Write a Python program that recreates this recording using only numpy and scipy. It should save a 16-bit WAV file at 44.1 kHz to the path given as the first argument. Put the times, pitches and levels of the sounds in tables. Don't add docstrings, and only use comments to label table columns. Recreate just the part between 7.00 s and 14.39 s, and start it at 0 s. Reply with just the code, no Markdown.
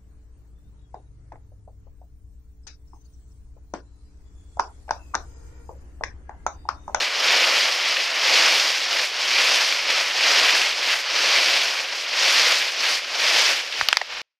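import sys
import numpy as np
from scipy import signal
from scipy.fft import rfft, irfft, next_fast_len
from scipy.io import wavfile
from scipy.ndimage import uniform_filter1d

SR = 44100
rng = np.random.default_rng(int(sys.argv[2]) if len(sys.argv) > 2 else 0)


def wav_record(signal):
    frames = np.transpose(np.atleast_2d(signal))
    bounded = np.clip(frames, -1, 1)
    quanta = np.round(bounded * 32767).astype(np.int16)
    wavfile.write(sys.argv[1], SR, quanta)


def volts_from_decibels(level):
    exponent = np.asarray(level, float) / 20
    return 10 ** exponent


N = 325893


def rms_one(x):
    return x / np.sqrt(np.mean(x ** 2) + 1e-20)


def in_time(rows):
    times, levels = np.transpose(rows)
    return np.interp(np.arange(N) / SR, times, levels)


def at_hz(points, hz):
    table_hz, values = np.transpose(points)
    return np.interp(np.log(hz), np.log(table_hz), values)


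def band(x, low_hz, high_hz, order=2):
    return signal.sosfilt(signal.butter(order, [low_hz, high_hz], "band", fs=SR, output="sos"), x)


def drift(rate_hz):
    pole = np.exp(-16 * np.pi * rate_hz / SR)
    noise = rng.standard_normal(N // 8 + 4002)
    slow = signal.lfilter([1], [1, -2 * pole, pole * pole], noise)[4000:]
    return np.interp(np.arange(N) / 8, np.arange(len(slow)), rms_one(slow))


# (peak time [s], level [dB], swell over 10 dB [s], fade over 10 dB [s], brightness [dB])
FOOT_SWEEPS = [(0.003, -22, 0.03, 0.077, -4.5), (0.414, -20, 0.29, 0.43, 0), (0.904, -26, 0.12, 0.25, 1),
               (1.432, -19, 0.28, 0.37, 1.5), (1.993, -24.5, 0.16, 0.099, 1),
               (2.521, -21, 0.35, 0.225, 2.5), (2.732, -28, 0.038, 0.21, 2),
               (2.919, -22.5, 0.055, 0.19, 0.5), (3.39, -18.5, 0.25, 0.33, 1),
               (3.909, -23.5, 0.14, 0.098, 2), (4.349, -20.5, 0.27, 0.449, 0.5),
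               (4.976, -31, 0.079, 0.076, 1), (5.349, -19, 0.22, 0.33, 2.5), (5.898, -22.5, 0.12, 0.095, 3),
               (6.388, -20, 0.25, 0.21, 2), (6.801, -29.5, 0.064, 0.054, 2),
               (6.91, -35.5, 0.033, 0.027, -1.5), (7.11, -34, 0.02, 0.28, -4)]
# (time [s], level [dB])
SETTLING_LEAVES = [
    (0, -30.5),
    (6.75, -32.5),
    (6.9, -34),
    (7.08, -40),
]


def sweeps():
    t = np.arange(N) / SR
    squareness = 2.54
    power = volts_from_decibels(2 * in_time(SETTLING_LEAVES))
    bright = -1.5 * power
    for peak_s, db, swell_s, fade_s, sweep_bright_db in FOOT_SWEEPS:
        distance = np.abs((t - peak_s) / np.where(t < peak_s, swell_s, fade_s))
        sweep = volts_from_decibels(2 * db - 20 * distance ** squareness)
        power = power + sweep
        bright = bright + sweep_bright_db * sweep
    level_db = 10 * np.log10(power)
    bright_db = bright / power
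    slope = uniform_filter1d(np.gradient(level_db) * SR, round(0.03 * SR))
    rising = np.clip(slope, -99, 99)
    body_db = 0.017 * rising - 0.2 * bright_db
    edge_db = 0.55 * bright_db + 0.004 * rising
    crisp_db = bright_db - 0.027 * rising
    return level_db, body_db, edge_db, crisp_db


def cracks(per_s, spread_db):
    sizes = volts_from_decibels(spread_db * np.minimum(rng.exponential(1, N), 5))
    signs = rng.choice([-1, 1], N)
    return rms_one(sizes * signs * (rng.random(N) < per_s / SR))


# (frequency [Hz], level [dB per Hz])
LEAF_COLOUR = [(170, -39.5), (260, -21), (400, -15), (560, -6.5), (780, -8.5), (1400, -6), (2350, 0),
               (3100, -1.5), (3800, -4.5), (4900, -2.5), (5600, -6), (8200, -24), (13000, -32.5),
               (15500, -34)]
# (frequency [Hz], body share [1], dry edge share [1], crisp top share [1])
COLOUR_SHARES = [
    (1000, 1, 0, 0),
    (1900, 0, 0, 0),
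    (3000, 0, 0, 0),
    (4600, 0, 1, 0),
    (6000, 0, 1, 0),
    (8500, 0, 0, 1),
]


def rustle(body_db, edge_db, crisp_db, per_s, spread_db, clump_db, patchy_db):
    trains = [cracks(per_s, spread_db) for _ in range(3)]
    clumps = clump_db * (0.13 * drift(14.0) + 0.52 * drift(35.0))
    regions = [drift(22.0) for _ in range(8)]
    tilts_db = [curve - np.mean(curve) for curve in (body_db, edge_db, crisp_db)]
    shares_table = np.array(COLOUR_SHARES)
    edges_hz = 150 * 2 ** (np.arange(22) / 3)
    out = 0
    for k, (low, high) in enumerate(zip(edges_hz, edges_hz[1:])):
        shares = [at_hz(shares_table[:, [0, c]], np.sqrt(low * high)) for c in (1, 2, 3)]
        octave, blend = k // 3, k % 3 * np.pi / 6
        patch = regions[octave] * np.cos(blend) + regions[octave + 1] * np.sin(blend)
        level_db = np.dot(shares, tilts_db) + clumps + patchy_db * patch
        out = out + volts_from_decibels(level_db) * band(trains[k % 3], low, high)
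    size = next_fast_len(N)
    hz = np.maximum(np.arange(size // 2 + 1) * SR / size, 1)
    out = irfft(rfft(out, size) * volts_from_decibels(at_hz(LEAF_COLOUR, hz)), size)[:N]
    return out / np.sqrt(np.mean(band(out, 1350, 3650) ** 2))


def burst(length, decay_s):
    t = np.arange(length) / SR
    return rng.standard_normal(length) * np.exp(-t / decay_s) * (1 - np.exp(-t / 0.00046))


# (time [s], peak level [dB], pitch [Hz])
LEAF_SNAPS = [(0.0638, -15, 2380), (0.1565, -14, 2260), (0.2226, -9.5, 2200), (0.3192, -4, 2600),
              (0.4005, -11, 2910), (0.4836, -14, 2790), (0.607, -4.5, 2410), (0.6526, -10, 2760),
              (0.9677, -6, 2570), (1.4232, -2, 3000), (1.9285, -9, 2980), (1.9924, -7, 1930),
              (2.3225, -14, 2260), (2.4169, -7, 4580), (2.7237, -4, 2690), (2.9024, -4.5, 2680),
              (3.111, -12, 2480), (3.208, -6, 2380), (3.237, -6.5, 2710), (3.464, -17, 1940),
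              (3.6157, -3, 3350), (3.8282, -9, 2730), (3.9195, -18, 2120), (4.372, -19, 2750),
              (4.4209, -10, 2840), (5.417, -8, 2430), (5.8341, -8, 2980), (6.393, -7.5, 4800),
              (6.4408, -8, 4770), (6.7241, -10, 2750)]


def snaps(boost_db, decay_s, width):
    out = np.zeros(N)
    for s, peak_db, hz in LEAF_SNAPS:
        piece = band(burst(900, decay_s), hz / width, hz * width)
        out[round(s * SR):][:900] += volts_from_decibels(peak_db + boost_db) * piece / np.abs(piece).max()
    return out


# (time [s], peak level [dB], first ring [Hz], later ring [Hz], length [ms])
FINGER_SLIPS = [
    (6.812, -4, 1720, 1440, 0.68),
    (6.8863, -1, 4740, 3270, 0.94),
    (6.928, 1, 2740, 1930, 0.88),
    (6.9703, -0.5, 4480, 2270, 0.73),
    (7.0136, -15.5, 1890, 1150, 3.6),
]


def casing(tail_db, tail_s):
    out = np.zeros(N)
    t = np.arange(1300) / SR
    for s, peak_db, first_hz, later_hz, length_ms in FINGER_SLIPS:
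        rattle_db = -26 if s == FINGER_SLIPS[0][0] else -4.5
        swell = t / (length_ms / 2000)
        first = np.sin(2 * np.pi * first_hz * t) * swell ** 2 * np.exp(2 - 2 * swell)
        later = np.sin(2 * np.pi * later_hz * t * np.exp(-t * 60))
        later = later * (swell / 1.59) ** 2 * np.exp(2 - 2 * swell / 1.4)
        onset = volts_from_decibels(rattle_db) * swell * np.exp(1 - swell)
        tail = volts_from_decibels(tail_db) * np.exp(-t / tail_s) * np.minimum(swell, 1)
        rattle = band(rng.standard_normal(len(t)), 720, 5300, order=4) * (onset + tail)
        out[round(s * SR):][:len(t)] += volts_from_decibels(peak_db) * (rattle - first - volts_from_decibels(-1.5) * later)
    return band(out, 450, 7000, order=3)


# (time [s], peak level [dB])
SOLE_THUDS = [
    (.28, -59.5),
    (1.09, -70),
    (2.92, -60),
    (3.02, -62),
    (3.72, -66),
    (6.06, -75),
]


def thuds(hz, length_s):
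    out = np.zeros(N)
    t = np.arange(round(length_s * SR)) / SR
    push = np.sin(2 * np.pi * hz * t) * np.sin(np.pi * t / length_s) ** 2
    for s, peak_db in SOLE_THUDS:
        out[round(s * SR):][:len(t)] += volts_from_decibels(peak_db) * push
    return out


# (time [s], level [dB])
GRIP_RUMBLE = [
    (6.74, -95),
    (6.80, -56),
    (6.83, -44.5),
    (6.87, -80),
    (6.93, -65.5),
    (6.99, -81),
    (7.05, -80),
    (7.12, -63),
    (7.21, -64),
]


def grip():
    return volts_from_decibels(in_time(GRIP_RUMBLE)) * rms_one(band(rng.standard_normal(N), 35, 130))


def scene():
    rustle_db, *tilts_db = sweeps()
    leaves = volts_from_decibels(rustle_db) * rustle(*tilts_db, per_s=6000, spread_db=2.5, clump_db=0.75, patchy_db=1.0)
    leaves = signal.sosfilt(signal.butter(10, 185, "high", fs=SR, output="sos"), leaves)
    mono = leaves + snaps(boost_db=-5.5, decay_s=0.003, width=1.4)
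    mono = mono + casing(tail_db=-5.5, tail_s=0.0032)
    mono = mono + thuds(hz=155, length_s=0.078) + grip()
    return np.array([mono, mono])


def top_cut(x):
    return signal.sosfilt(signal.butter(12, 15720, fs=SR, output="sos"), x)


def record(dry):
    sag = signal.sosfilt(signal.butter(10, 60, fs=SR, output="sos"), np.minimum(np.abs(dry), 0.2))
    x = np.clip(dry - volts_from_decibels(-42) * sag, -0.9, 0.9)
    start, cut = round(7.146 * SR), round(7.2175 * SR)
    buffer = 2048
    again = np.arange(cut - start) % buffer + start - buffer
    x[:, start:cut] = x[:, again] + 0.3 * x[:, start:cut]
    after_s = np.arange(N - cut) / SR
    x[:, cut:] *= volts_from_decibels(-40 - 60 * after_s / 0.53)
    x = signal.sosfilt(signal.cheby2(12, 60, 16000, fs=SR, output="sos"), x)
    return top_cut(x)


dry = scene()
out = record(dry)
wav_record(out)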